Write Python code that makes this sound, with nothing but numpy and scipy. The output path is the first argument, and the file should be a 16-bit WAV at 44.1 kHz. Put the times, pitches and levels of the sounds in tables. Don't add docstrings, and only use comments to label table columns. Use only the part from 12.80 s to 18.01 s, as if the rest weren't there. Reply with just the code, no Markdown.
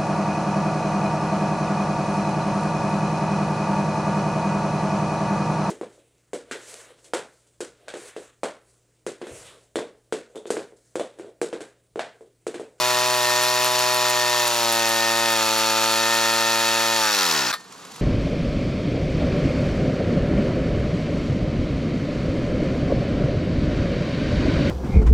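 import sys
import numpy as np
from scipy import signal
from scipy.fft import rfft, irfft, next_fast_len
from scipy.io import wavfile

SR = 44100
rng = np.random.default_rng(int(sys.argv[2]) if len(sys.argv) > 2 else 0)


def rack_gain(trim_db):
    fader = np.asarray(trim_db, float)
    return 10 ** (fader / 20)


def file_out(sig):
    cols = np.atleast_2d(sig).T
    lim = np.clip(cols, -1, 1)
    pcm = np.round(lim * 32767).astype(np.int16)
    wavfile.write(sys.argv[1], SR, pcm)


N = 229757
SIZE = next_fast_len(N)
TIME = np.arange(N) / SR
STOP_S = 4.712


def unit(x):
    return x / np.sqrt(np.mean(x ** 2))


def curve(table, axis):
    rows = np.array(table)
    return np.interp(TIME, rows[:, 0], rows[:, axis])


def by_state(table, state, axis):
    rows = np.array(table)
    return np.interp(state, rows[:, 0], rows[:, axis])


def over_hz(table, size):
    rows = np.array(table)
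    bins = np.log(np.fft.rfftfreq(size, 1 / SR) + 1)
    return np.interp(bins, np.log(np.maximum(rows[:, 0], 0) + 1), rows[:, 1])


def colour(x, table):
    return irfft(rfft(x, SIZE) * rack_gain(over_hz(table, SIZE)), SIZE)[:N]


def band(x, lo_hz, hi_hz):
    return signal.sosfilt(signal.butter(2, [lo_hz, hi_hz], "band", fs=SR, output="sos"), x)


def high_pass(x, hz):
    return signal.sosfilt(signal.butter(4, hz, "high", fs=SR, output="sos"), x)


def ring(x, modes):
    out = 0
    for k, (hz, width, db) in enumerate(modes):
        out = out + (-1) ** k * rack_gain(db) * signal.lfilter(*signal.iirpeak(hz, hz / width, SR), x)
    return out


def walk(rate):
    return np.interp(TIME * rate, np.arange(600), rng.standard_normal(600))


def bursts(rows, fade, rise):
    rows = np.array(rows)
    since = TIME - rows[:, :1]
    shape = np.exp(-np.abs(since) / np.where(since > 0, fade, rise))
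    return np.sum(rack_gain(rows[:, 1:2]) * shape, axis=0)


# f/Hz, level/dB per Hz
GARDEN_SPECTRUM = [(12, -89), (20, -65), (110, -26), (167, -11), (346, -18), (445, -12), (572, -18.5),
                   (1150, -11), (1800, -21), (7480, -26), (15900, -54)]
# t/s, garden level/dB
GAIN_LIFT = [
    (4.6, -45),
    (4.75, -40),
    (4.85, -42.5),
    (4.95, -38.5),
    (5.08, -37.5),
    (5.21, -35),
]
# t/s, peak level/dB
SLOSHES = [(4.8, -31), (4.9051, -55), (4.9245, -27.5), (5.0018, -42), (5.0522, -25), (5.1196, -26),
           (5.1385, -43), (5.1615, -23)]


def garden():
    lift = rack_gain(curve(GAIN_LIFT, axis=1))
    fizz = rack_gain(3.5 * walk(110))
    tank_modes = [(110, 110, 3.5), (240, 130, 8.5), (1150, 200, -1)]
    drop_modes = [(4200, 1600, 3), (7200, 600, 1), (10000, 1400, -8), (12100, 850, -11)]
    out = []
    for _ in range(2):
        air = rng.standard_normal((4, N))
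        bed = unit(colour(air[0], GARDEN_SPECTRUM)) * rack_gain(-6.5 + 1.334 * walk(37))
        tank = unit(ring(air[2], tank_modes)) * rack_gain(-20.5 + 1.1 * walk(35))
        trickle = unit(ring(air[3], drop_modes)) * fizz * rack_gain(-14.0)
        splashes = band(air[1], 1500, 8000) * bursts(SLOSHES, .006, .003) * rack_gain(-10)
        out.append((bed + tank + trickle) * lift + splashes)
    return out


def coasting():
    fuel_out_s, slacken_s = 4.13, 0.094
    return np.clip((TIME - fuel_out_s) / slacken_s, 0, 1)


def ground_shake(air, running):
    return unit(band(air, 18, 55)) * running * rack_gain(-68)


# f/Hz, level/dB per Hz
RUSH_SPECTRUM = [(20, -63), (60, -19), (110, -42), (200, -40), (350, -11), (600, -13.5), (1000, 1),
                 (1700, -11), (2600, 0), (4200, 3.5), (6900, -2), (9000, -18.5), (15900, -21.5)]


def gas_rush(air, throb, level):
    return unit(colour(throb * air, RUSH_SPECTRUM)) * level * rack_gain(-3.0 + .5 * walk(21))


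# f/Hz, width/Hz, level/dB
JINGLE_MODES = [(7660, 750, -2), (9230, 470, 3), (10360, 690, -1), (11260, 300, 5.5), (12000, 520, 2),
                (14800, 2900, -10)]
# t/s, peak level/dB
CHATTER_EVENTS = [(0.0802, -31), (0.3722, -22), (0.633, -20), (0.6978, -27), (0.8445, -20), (0.9906, -25),
                  (1.1433, -21), (1.2979, -18), (1.5289, -31), (1.6761, -15), (1.924, -12), (2.0906, -20),
                  (2.1885, -35), (2.5207, -21), (2.5735, -35), (2.7791, -20), (2.9058, -29), (3.0196, -39),
                  (3.1206, -27), (3.253, -26), (4.2318, -32), (4.2971, -38)]


def jingle(air, throb, level, chatter):
    return unit(ring(throb * air, JINGLE_MODES)) * level * chatter * rack_gain(-4.5 + 0.88 * walk(35))


# f/Hz, width/Hz, level/dB
LOOSE_MODES = [(900, 300, -12), (1390, 180, 1), (1880, 200, -8), (2600, 300, -10), (4600, 300, -12),
               (5600, 500, 3)]


def loose_parts(drive, level):
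    return unit(ring(drive, LOOSE_MODES)) * coasting() * level * rack_gain(-6.5 + 1.7 * walk(14))


# f/Hz, width/Hz, level/dB
RASP_MODES = [(5300, 200, -7.5), (5730, 230, 2), (4560, 99, -7)]


def clutch_rasp(air, throb):
    return unit(ring(throb ** 2 * air, RASP_MODES)) * coasting() * rack_gain(-30)


# f/Hz, width/Hz, level/dB
CASING_MODES = [(1275, 450, 1.5), (1900, 620, -0.5), (2625, 130, 4.5), (3510, 50, 4.5), (3767, 110, 5),
                (4260, 140, 3.5), (4920, 300, -8), (5514, 190, 7), (6960, 550, 4), (6700, 200, -19)]


def casing(drive, slack, mid, high):
    low_modes = unit(ring(drive, CASING_MODES[:3])) * mid * rack_gain(-9.0 - 1.4 * slack)
    high_modes = unit(ring(drive, CASING_MODES[3:])) * high * rack_gain(-6.5 - 7.5 * slack)
    return low_modes + high_modes


# t/s, level/dB, fade/s
LAST_KNOCKS = [
    (4.711, -20, .006),
    (4.728, -20.5, .008),
    (4.738, -22, .013),
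]
# f/Hz, level/dB per Hz
KNOCK_SPECTRUM = [(59, -82), (100, -32), (1030, -10), (1220, 0.5), (2500, -13), (2840, -18), (3590, -9.5),
                  (4070, -9.5), (6350, -23), (12000, -25), (15800, -37)]


def stall_knocks(air):
    fades = np.array(LAST_KNOCKS)[:, 2:]
    return bursts(LAST_KNOCKS, fades, .0005) * unit(colour(air, KNOCK_SPECTRUM))


# f/Hz, width/Hz, level/dB
BELL_MODES = [(1820, 8, 0), (3618, 12, -17), (4317, 7, -7), (4640, 12, -11), (7542, 12, -18)]


def drum_bell():
    blow = signal.unit_impulse(N, int(LAST_KNOCKS[-1][0] * SR))
    return ring(blow, BELL_MODES) * rack_gain(25)


def slaps(turns, place, scatter_db, jitter, steady):
    chance = rng.standard_normal((int(turns[-1]), 2))
    crank = np.arange(len(chance)) + place + jitter * chance[:, 0]
    at = np.interp(crank, turns, np.arange(N))
    i = np.minimum(at.astype(int), N - 2)
    size = (rack_gain(scatter_db * chance[:, 1]) - 1 + steady) * (at < STOP_S * SR)
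    return np.bincount(i, size * (1 - at % 1), N) + np.bincount(i + 1, size * (at % 1), N)


def piston_slap(turns):
    early = slaps(turns, 0.027, 2.2, 0.0071, steady=0)
    middle = slaps(turns, .24, 2.1, 0.0041, steady=0)
    late = slaps(turns, .6, 1.9, 0.0288, steady=0)
    return unit(early + middle + 5.4 * late)


def combustion_crack(turns, slack, level):
    clicks = slaps(turns, 0, 4, .002, steady=1)
    return unit(band(clicks, 900, 6500)) * level * (1 - slack) * rack_gain(-11)


# f/Hz, width/Hz, level/dB
SINGING_MODE = [(1830, 75, 0)]
# state, level/dB
WHINE_LEVEL = [(0, -33), (1, -32.5), (2, -32), (2.75, -37)]


def drum_whine(orders, state, strength):
    singing = unit(ring(ring(orders, SINGING_MODE), SINGING_MODE))
    level_db = by_state(WHINE_LEVEL, state, axis=1) - 7 * coasting()
    return singing * rack_gain(level_db + 1.6 * walk(9) + 0.48 * strength)


# t/s, rotation rate f/Hz, exhaust level/dB
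SHAFT_RUN = [(0.34, 123.4, -25.5), (0.48, 121.7, -25.5), (0.68, 123.2, -26), (1.1, 123.6, -25.5),
             (1.6, 120.9, -26.5), (1.75, 118.8, -27.5), (1.86, 115.8, -25.5), (2.14, 113.9, -26),
             (2.45, 114.9, -25), (2.64, 110.9, -24.5), (3.1, 111.8, -24.5), (3.3, 113.8, -24.5),
             (4.15, 113.1, -25), (4.3, 107, -28.5), (4.44, 89.7, -30), (4.57, 74.17, -30.5),
             (4.68, 58.2, -34), (4.72, 54.45, -37)]


def shaft_turns():
    return np.cumsum(curve(SHAFT_RUN, axis=1) * (1 + 0.002003 * walk(20))) / SR


# shaft order, then level/dB when free, held back, loaded, starving
PULSE_ORDERS = [(1, -12.5, -13, -14.5, -14), (2, -16, -9, -10, -1), (3, -4.5, -4, -7, -4.5),
                (4, -7, -8, -7.5, -3), (5, 3, 1.5, -1.5, -3), (6, -5.5, -2.5, -6, -2),
                (7, -1, -1, -7.5, -17), (8, 3.5, 2, 1.5, -13), (9, -2.5, -4, -6, -3),
                (10, -6.5, -9, -21, -7), (11, -7.5, -2, -2.5, -4.5), (12, -19.5, -16, 0, -11),
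                (13, -28, -5.5, -11, -8)]
# f/Hz, width/Hz, level/dB
BLOCK_MODES = [(1414, 53, -8), (1773, 140, -4.5), (2050, 90, -9), (2500, 94, -5.5), (2775, 94, -11.5),
               (3273, 75, -6.5), (3650, 260, -9), (3850, 43, -11), (4175, 86, -7.5), (4515, 140, -5.5),
               (4800, 82, -24), (5050, 240, -11)]


def exhaust(turns, state):
    pulse, shaft = np.array(PULSE_ORDERS)[:, 1:], curve(SHAFT_RUN, axis=1)
    grid = np.arange(0, 6000, 5)
    block_power = rack_gain(2 * -14.5)
    for hz, width, db in BLOCK_MODES:
        block_power = block_power + rack_gain(2 * db) / (1 + (2 * (grid - hz) / width) ** 4)
    block_db = 10 * np.log10(block_power)
    top_order = 44
    delay = rng.uniform(0, .62, top_order)
    delay = np.r_[np.zeros(8), np.full(5, .22), delay[13:]]
    split, coast = np.pi * np.clip(state - 2, 0, 1), coasting()
    out = 0
    for k, late in enumerate(2 * np.pi * np.cumsum(delay)):
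        order = k + 1
        if k < len(pulse):
            db = np.interp(state, np.arange(4), pulse[k])
        else:
            through_block = np.interp(order * shaft, grid, block_db) + 1.3 * coast
            echo_db = 4.5 * np.cos(2 * np.pi * order / 7.1)
            floor_db = -7.5 - 0.6 * (k - 13) + echo_db - 30 * (1 - coast)
            db = np.maximum(through_block, floor_db)
        db = db - .04 * k + 2 * (k == 0) - 1.4 * split * (k < 2)
        db = db + (.1 + .05 * k * (1 - coast / 2)) * walk(30)
        phase = 2 * np.pi * order * turns - late - split * np.clip(k - 4, 0, 5)
        phase = phase - 2.5 * (k == 0) + .011 * k * walk(40)
        out = out + rack_gain(db) * np.cos(phase)
    return unit(out)


# t/s, state, depth of the once-a-turn throb as level/dB
ENGINE_STATE = [
    (0, 0.05, 7.5),
    (1.65, 0.028, 7.9),
    (1.9, 1.04, 8.7),
    (2.5, 1.3, 6.6),
    (2.65, 1.9, 7.1),
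    (4.2, 1.739, 6.1),
    (4.42, 2.71, 8.7),
    (4.7, 2.83, 2.56),
]
# state, casing level/dB, rush level/dB, jingle level/dB
STATE_LEVELS = [(0, -22, -25.5, -30.5), (1, -24, -25, -30), (2, -21.5, -24.5, -30.5),
                (2.75, -20.5, -20.5, -30), (3, -21, -32, -54)]
# f/Hz, width/Hz, level/dB
DRUM_MODE = [(1830, 90, 0)]


def engine():
    turns = shaft_turns()
    running = np.exp(-np.maximum(TIME - STOP_S, 0) / .004)
    state = curve(ENGINE_STATE, axis=1)
    slack = np.clip(state - 2, 0, 1)
    mid, high, top = (rack_gain(by_state(STATE_LEVELS, state, axis=k)) for k in (1, 2, 3))
    count = int(turns[-1]) + 2
    strength = np.interp(turns, np.arange(count), rng.standard_normal(count))
    throb_db = curve(ENGINE_STATE, axis=2) / 2 * np.cos(2 * np.pi * (turns - .1))
    throb = rack_gain(throb_db + 0.96 * strength) * running
    hits = piston_slap(turns)
    orders = exhaust(turns, state) * running
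    chatter = 1 + 12 * bursts(CHATTER_EVENTS, 0.0057, 0.002)
    both = []
    for share in (1, 0):
        air = rng.standard_normal((3, N))
        gas = throb * air[0]
        metal = casing(share * 0.31 * hits + 0.67 * gas, slack, mid, high)
        metal = metal + loose_parts(share * orders + 0.097 * gas, mid)
        rush = gas_rush(air[1], throb, high) * running
        small = jingle(air[2], throb, top, chatter) + clutch_rasp(air[1], throb)
        both.append(metal + rush + small + stall_knocks(air[0]) + ground_shake(air[2], running))
    crack = combustion_crack(turns, slack, high)
    pulses = (orders - ring(orders, DRUM_MODE)) * rack_gain(curve(SHAFT_RUN, axis=2) + 3.0)
    tone = (pulses + drum_whine(orders, state, strength)) * running
    return both[0] + crack + drum_bell() + high_pass(tone, 112), both[1]


# f/Hz, lead of the left/rad
PHASE_LEAD = [(0, -1.14), (950, 0.67), (1980, 0.56), (3790, 0.71), (5080, 0.84), (5600, -0.51), (6290, 1),
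              (7320, -0.097), (8270, -0.24), (9990, 1), (10200, 0.51), (12400, 0.45), (13600, 0.2),
              (15600, 0.0)]
# f/Hz, left minus right level/dB
BODY_SHADING = [(60, -0.5), (400, 0.8), (700, -.5), (2400, -0.1), (4400, 2), (6000, 5), (8100, -5),
                (12000, -3), (15000, 1.5)]
# f/Hz, level/dB
INCOHERENCE = [(30, 7), (60, -12), (100, -27), (800, -20), (2000, -19), (4000, -16), (9000, -8),
               (15000, -7)]


def scene():
    far, far_other = garden()
    near, other = engine()
    turn = rack_gain(over_hz(BODY_SHADING, SIZE) / 2) * np.exp(.5j * over_hz(PHASE_LEAD, SIZE))
    shared = rfft(near + far, SIZE)
    side = colour(other, INCOHERENCE) + far_other * rack_gain(-13) - 0.091 * far
    left = irfft(shared * turn, SIZE)[:N] + side
    right = irfft(shared / turn, SIZE)[:N] - side
    return np.array([left, right])


def top_cut(x):
    return signal.sosfilt(signal.butter(12, 16050, fs=SR, output="sos"), x)


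def record(dry):
    rounded = np.tanh(1.3 * dry) / 1.3
    cut = signal.sosfilt(signal.ellip(8, .2, 60, 15800, fs=SR, output="sos"), rounded)
    return top_cut(cut)


dry = scene()
out = record(dry)
file_out(out)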